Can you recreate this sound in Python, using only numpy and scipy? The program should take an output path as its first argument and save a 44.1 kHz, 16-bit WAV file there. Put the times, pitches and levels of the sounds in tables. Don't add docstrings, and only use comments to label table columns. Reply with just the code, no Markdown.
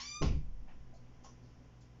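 import sys
import numpy as np
from scipy import signal
from scipy.fft import rfft, irfft
from scipy.io import wavfile
from scipy.ndimage import uniform_filter1d

SR = 44100
rng = np.random.default_rng(int(sys.argv[2]) if len(sys.argv) > 2 else 0)


def transcribe(u):
    v = np.clip(np.atleast_2d(u).T, -1, 1)
    q = np.round(v * 32767).astype(np.int16)
    wavfile.write(sys.argv[1], SR, q)


def decibels_to_gain(level_db):
    exponent = np.asarray(level_db, float) / 20
    return 10 ** exponent


N = 88200
LEAD = 8820
M = N + LEAD
T = (np.arange(M) - LEAD) / SR


def level(x, db):
    return x * decibels_to_gain(db) / np.sqrt(np.mean(x ** 2))


def colour(x, table):
    hz, db = np.array(table, float).T
    f = np.fft.rfftfreq(len(x), 1 / SR) + 1
    gain_db = np.interp(np.log(f), np.log(hz), db)
    return irfft(rfft(x) * decibels_to_gain(gain_db), len(x))


def band(hz, width_hz):
    b, a = signal.iirpeak(hz, hz / (1.474 * width_hz), fs=SR)
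    once = signal.lfilter(b, a, rng.standard_normal(M))
    return level(signal.lfilter(b, a, once), 0)


def walk(rate):
    k = int(SR / rate)
    steps = np.repeat(rng.standard_normal(M // k + 1), k)
    smooth = uniform_filter1d(uniform_filter1d(steps, k), k)
    return level(smooth[:M], 0)


def ring(modes, t):
    t = np.maximum(t, 0)
    return sum(decibels_to_gain(db - 60 * t / t60) * np.sin(2 * np.pi * hz * t) for hz, db, t60 in modes)


def hall(x):
    # (frequency [Hz], T60 [s])
    hall_decay = [(60, 0.7), (250, 0.28), (1000, 0.2), (3000, 0.34), (7000, 0.32)]
    t, tail = np.arange(SR) / SR, 0
    hz, t60 = np.array(hall_decay).T
    for f in 45 * 2. ** np.arange(8):
        decay_s = np.interp(np.log(f), np.log(hz), t60)
        part = band(f, f)[:SR] * decibels_to_gain(-60 * t / decay_s) * np.sqrt(f)
        tail = tail + part * np.minimum(t / 0.0034, 1)
    return signal.fftconvolve(x, tail / np.sqrt(np.sum(tail ** 2)))[:M]


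def room_air():
    # (frequency [Hz], spectral density [dB per Hz])
    air_colour = [(20, -1.5), (31, -8.5), (50, -12), (90, -10), (300, -13), (500, -17.5), (1300, -26),
                  (3200, -32), (4100, -42.5), (5500, -31.5), (7300, -42)]
    duck_s, duck_db, recover_s = 0, -4.5, 0.6
    duck = duck_db * np.exp(-(np.maximum(T - duck_s, 0) / recover_s) ** 2)
    air = level(colour(rng.standard_normal(M), air_colour), -63)
    return air * decibels_to_gain(0.31 * walk(12) + duck)


def wavering_hum():
    # (frequency [Hz], width [Hz], level [dB])
    hum_bands = [(125, 9.1, -71.5), (167.2, 14, -70), (243.1, 17, -70.5), (57.7, 55, -75.5)]
    return sum(band(hz, w) * decibels_to_gain(db) for hz, w, db in hum_bands)


def fan_whine():
    # (frequency [Hz], level [dB])
    whine_lines = [(47.5, -68.5), (60, -63), (505, -82.5), (757, -83), (1008, -82.5), (2017, -89.5)]
    return sum(np.sqrt(2) * decibels_to_gain(db + 0.4 * walk(8)) * np.sin(2 * np.pi * hz * T)
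               for hz, db in whine_lines)


def loaded_mains():
    # (time [s], level [dB])
    hum_load = [(0.0, -66), (0.17, -68.5), (0.22, -56.5), (0.29, -38), (0.36, -61), (0.65, -64),
                (0.67, -69), (0.83, -61), (1.16, -61.5), (1.22, -71.5), (1.44, -56), (1.5, -61.5),
                (1.98, -59.5), (2.0, -66)]
    hum_hz, wander_hz, trim_db, ceiling_db = 121.7, 1.37, 0.07, -56
    s, db = np.array(hum_load).T
    load_db = np.minimum(np.interp(T, s, db), ceiling_db) + trim_db
    phase = 2 * np.pi * np.cumsum(hum_hz + wander_hz * walk(6)) / SR
    return np.sqrt(2) * decibels_to_gain(load_db) * np.sin(phase)


def house():
    return wavering_hum() + fan_whine() + loaded_mains() + room_air()


def air_sway():
    # (frequency [Hz], level [dB], T60 [s])
    sway_modes = [(10.76, -29.5, 2.29), (28, -47.5, 0.23)]
    start_s, rise_s = 0.195, 0.1
    return ring(sway_modes, T - start_s) * np.clip((T - start_s) / rise_s, 0, 1)


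def scuffs():
    scuff_starts = [.45, .74, .59, .672, .676, .678, .925, .935, .94, 1.235, 1.242, 1.41, 1.239, 1.24,
                    1.239, 1.404, 1.805, 1.6, .213, .219, .229, .219, .43, .2245, .214, .225]
    # (length [s], level [dB], centre [Hz], width [Hz])
    scuff_shapes = [(.2, -50.5, 36, 13), (0.17, -57.5, 23.5, 47), (0.18, -70, 240, 45),
                    (0.051, -63, 880, 380), (.075, -67.5, 1830, 790), (0.061, -71, 2560, 570),
                    (0.046, -60.5, 676, 69), (0.054, -74, 6400, 1700), (0.055, -76.5, 4370, 400),
                    (0.053, -62, 5870, 1900), (0.11, -69, 5900, 500), (0.17, -80, 4900, 1800),
                    (0.06, -61, 1040, 290), (0.049, -61, 680, 370), (.047, -69, 3100, 1100),
                    (0.059, -61.5, 135, 22), (0.045, -70, 5600, 4200), (0.09, -62.5, 263, 20),
                    (0.21, -49, 237, 72), (.15, -57.5, 2350, 500), (0.0058, -42.5, 5500, 610),
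                    (.012, -49.5, 1100, 430), (0.4, -58, 60, 43), (.004, -33.5, 2020, 2200),
                    (0.016, -43.5, 597, 130), (0.16, -47.5, 200, 220)]
    out = 0
    for s, (length, db, hz, width_hz) in zip(scuff_starts, scuff_shapes):
        attack = np.clip((T - s) / (0.11 * length), 0, 1)
        fall = np.cos(np.pi * np.clip((T - s) / length, 0, 1) / 2)
        out = out + band(hz, width_hz) * decibels_to_gain(db) * attack * fall
    return out


def boom():
    # (start [s], length [s], peak [dB], frequency [Hz])
    flexing = [
        (.222, .115, -26, 64),
        (.325, .085, -29, 64),
        (.425, .07, -45, 62),
        (.51, .1, -51, 55),
        (.213, .055, -27, 155),
        (.27, .05, -33, 148),
        (.32, .115, -36, 146),
               (0.2046, 0.057, -35, 300), (.28, 0.092, -54, 295), (0.29, 0.044, -58.5, 290),
                    (.208, 0.038, -36, 394), (.255, 0.11, -53, 400), (0.23, 0.036, -30.5, 78),
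                    (.265, 0.063, -34, 105), (0.42, 0.081, -51, 80), (0.388, 0.16, -63, 150),
                    (.21, 0.063, -36.5, 200), (0.29, 0.031, -52, 200), (0.219, 0.1, -46, 60),
                    (0.67, 0.14, -56, 48), (0.706, 0.08, -59, 70)]
    out = 0
    for s, length, db, hz in flexing:
        swell = np.sin(np.pi * np.clip((T - s) / length, 0, 1)) ** 1.75
        out = out + decibels_to_gain(db) * swell * np.sin(2 * np.pi * hz * T)
    return out


def seat():
    seated_s, t60_s = 0.42, 0.11
    return decibels_to_gain(-60 * np.maximum(T - seated_s, 0) / t60_s)


def thud():
    # (time [s], level [dB], contact [ms], crack level [dB])
    blows = [
        (.212, -30, 2.8, -81),
        (0.2184, -30.5, 1.04, -34.5),
        (0.225, -31.5, 0.6, -39),
        (.232, -30.5, 1.87, -39),
        (.246, -34, 2.8, -46),
        (0.257, -35.5, 3.4, -53),
        (0.288, -31.5, 3.76, -55),
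        (0.349, -44.5, 3.7, -61.5),
    ]
    # (frequency [Hz], level [dB], T60 [s])
    leaf_modes = [(40, -3, 0.82), (94.9, -3, 0.34), (171.3, -16.5, 0.4), (227, -8, 0.21), (308, -7, 0.13),
                  (367.4, -19, 0.35), (391, -12, 0.12), (537, -17.5, 0.21), (634, -21, 0.048),
                  (705, -12, 0.045), (844, -23, 0.29), (998, -12.5, 0.074), (1517, -15.5, 0.036),
                  (2240, -22, 0.065)]
    # (frequency [Hz], spectral density [dB per Hz])
    crack_colour = [(180, -18), (300, -3.5), (604, -12.5), (904, -15), (1590, -22.5), (2350, -25),
                    (3860, -24), (5860, -25.5), (7470, -35.5), (9710, -82), (16400, -120)]
    crack_t60_s = 0.021
    push, crack = np.zeros(M), np.zeros(M)
    grit = level(colour(rng.standard_normal(M), crack_colour), 0)
    for s, db, ms, crack_db in blows:
        contact_s = ms / 1000
        u = np.clip((T - s) / contact_s, 0, 1)
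        push += decibels_to_gain(db) * np.sin(np.pi * u) ** 2 / (contact_s * SR / 2)
        crack += (T > s) * decibels_to_gain(crack_db - 60 * np.maximum(T - s, 0) / crack_t60_s)
    leaf = signal.fftconvolve(push, ring(leaf_modes, np.arange(SR) / SR))[:M]
    return leaf, grit * crack


def slip(slip_hz, tilt_db):
    # (multiple, level [dB])
    overtones = [(1, -4), (2, 0), (3, -3.5), (4, -3.5), (5, -2.6), (6, -9)]
    # (frequency [Hz], width [Hz], lift [dB])
    plate_modes = [(1211, 6.7, 8.5), (2270, 85, 3), (3470, 86, 5.5), (4320, 63, 9.5), (4704, 35, 8.5),
                   (5390, 140, 5.5), (5903, 30, 3), (5830, 85, 3)]
    flutter_db = 1.15
    phase = 2 * np.pi * np.cumsum(slip_hz) / SR
    out = 0
    for k, db in overtones:
        lift_db = sum(lift / (1 + ((k * slip_hz - c) / w) ** 2) for c, w, lift in plate_modes)
        tone_db = db - 4 + tilt_db * (k - 2) + lift_db + flutter_db * walk(108.9)
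        out = out + decibels_to_gain(tone_db) * np.sin(k * phase + rng.uniform(0, 2 * np.pi))
    return out


def gate(start_s, end_s):
    return np.clip((T - start_s) / 0.004, 0, 1) * np.clip((end_s - T) / 0.004, 0, 1)


def scrape():
    rubbing = band(974, 350) * 0.6 + band(5300, 1500) + band(2200, 1600) + band(3130, 670) + band(6800, 2300)
    scrape_db, t60_s = -58, 0.5
    return rubbing * decibels_to_gain(scrape_db - 60 * np.maximum(T, 0) / t60_s)


def hinge():
    # (time [s], frequency [Hz])
    slip_rate = [
        (0, 1068),
        (.02, 1078),
        (.026, 1132),
        (.055, 1158),
        (.078, 1181),
        (.138, 1186),
        (.148, 1206),
        (.21, 1216),
        (.222, 1195),
    ]
    # (level [dB], brightness [dB per overtone])
    effort = [(-48, -0.5), (-51.5, 3.5), (-46.5, 0.5), (-49, 0.1), (-48.5, 2), (-47, 0.8), (-45.5, 1.5),
              (-49, 0), (-47.5, 3)]
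    # (start [s], end [s], first rate [Hz], last rate [Hz])
    groan_glide = (-.16, -.006, 860, 930)
    (s, hz), (db, tilt) = np.array(slip_rate).T, np.array(effort).T
    squeal_jitter, groan_jitter = 0.003, 0.09
    squeal_db, groan_db = -2.5, -44
    squeal = slip(np.interp(T, s, hz) * (1 + squeal_jitter * walk(149.9)), np.interp(T, s, tilt))
    squeal = squeal * decibels_to_gain(np.interp(T, s, db) + squeal_db) * gate(-0.019, s[-1])
    a, b, first_hz, last_hz = groan_glide
    groan_hz = np.interp(T, [a, b], [first_hz, last_hz])
    groan = slip(groan_hz * (1 + groan_jitter * walk(200)), 0.23)
    return squeal + groan * decibels_to_gain(groan_db) * gate(a, b) + scrape()


def scene():
    # (frequency [Hz], gain [dB])
    mic_response = [(20, -1.45), (3200, -2.22), (4000, -5.5), (4700, -0.25), (20000, -2)]
    squeal, (leaf, crack), small = hinge(), thud(), scuffs()
    leaf = leaf * seat()
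    near = squeal + leaf + boom() + crack + small
    far = hall(squeal * decibels_to_gain(-4.5) + crack * decibels_to_gain(3.5) + leaf * decibels_to_gain(-10) + small * decibels_to_gain(-4.5))
    return (colour(near + far, mic_response) + air_sway() + house())[None, LEAD:]


def band_limit(x):
    return signal.sosfilt(signal.butter(12, 15570, fs=SR, output="sos"), x)


def record(dry):
    hiss_db, dither_db, top_hz = -81, -96, 8315
    x = dry + decibels_to_gain(hiss_db) * rng.standard_normal(dry.shape)
    x = signal.sosfilt(signal.cheby2(14, 70, top_hz, fs=SR, output="sos"), x)
    x = x + decibels_to_gain(dither_db) * rng.standard_normal(dry.shape)
    return band_limit(x)


dry = scene()
out = record(dry)
transcribe(out)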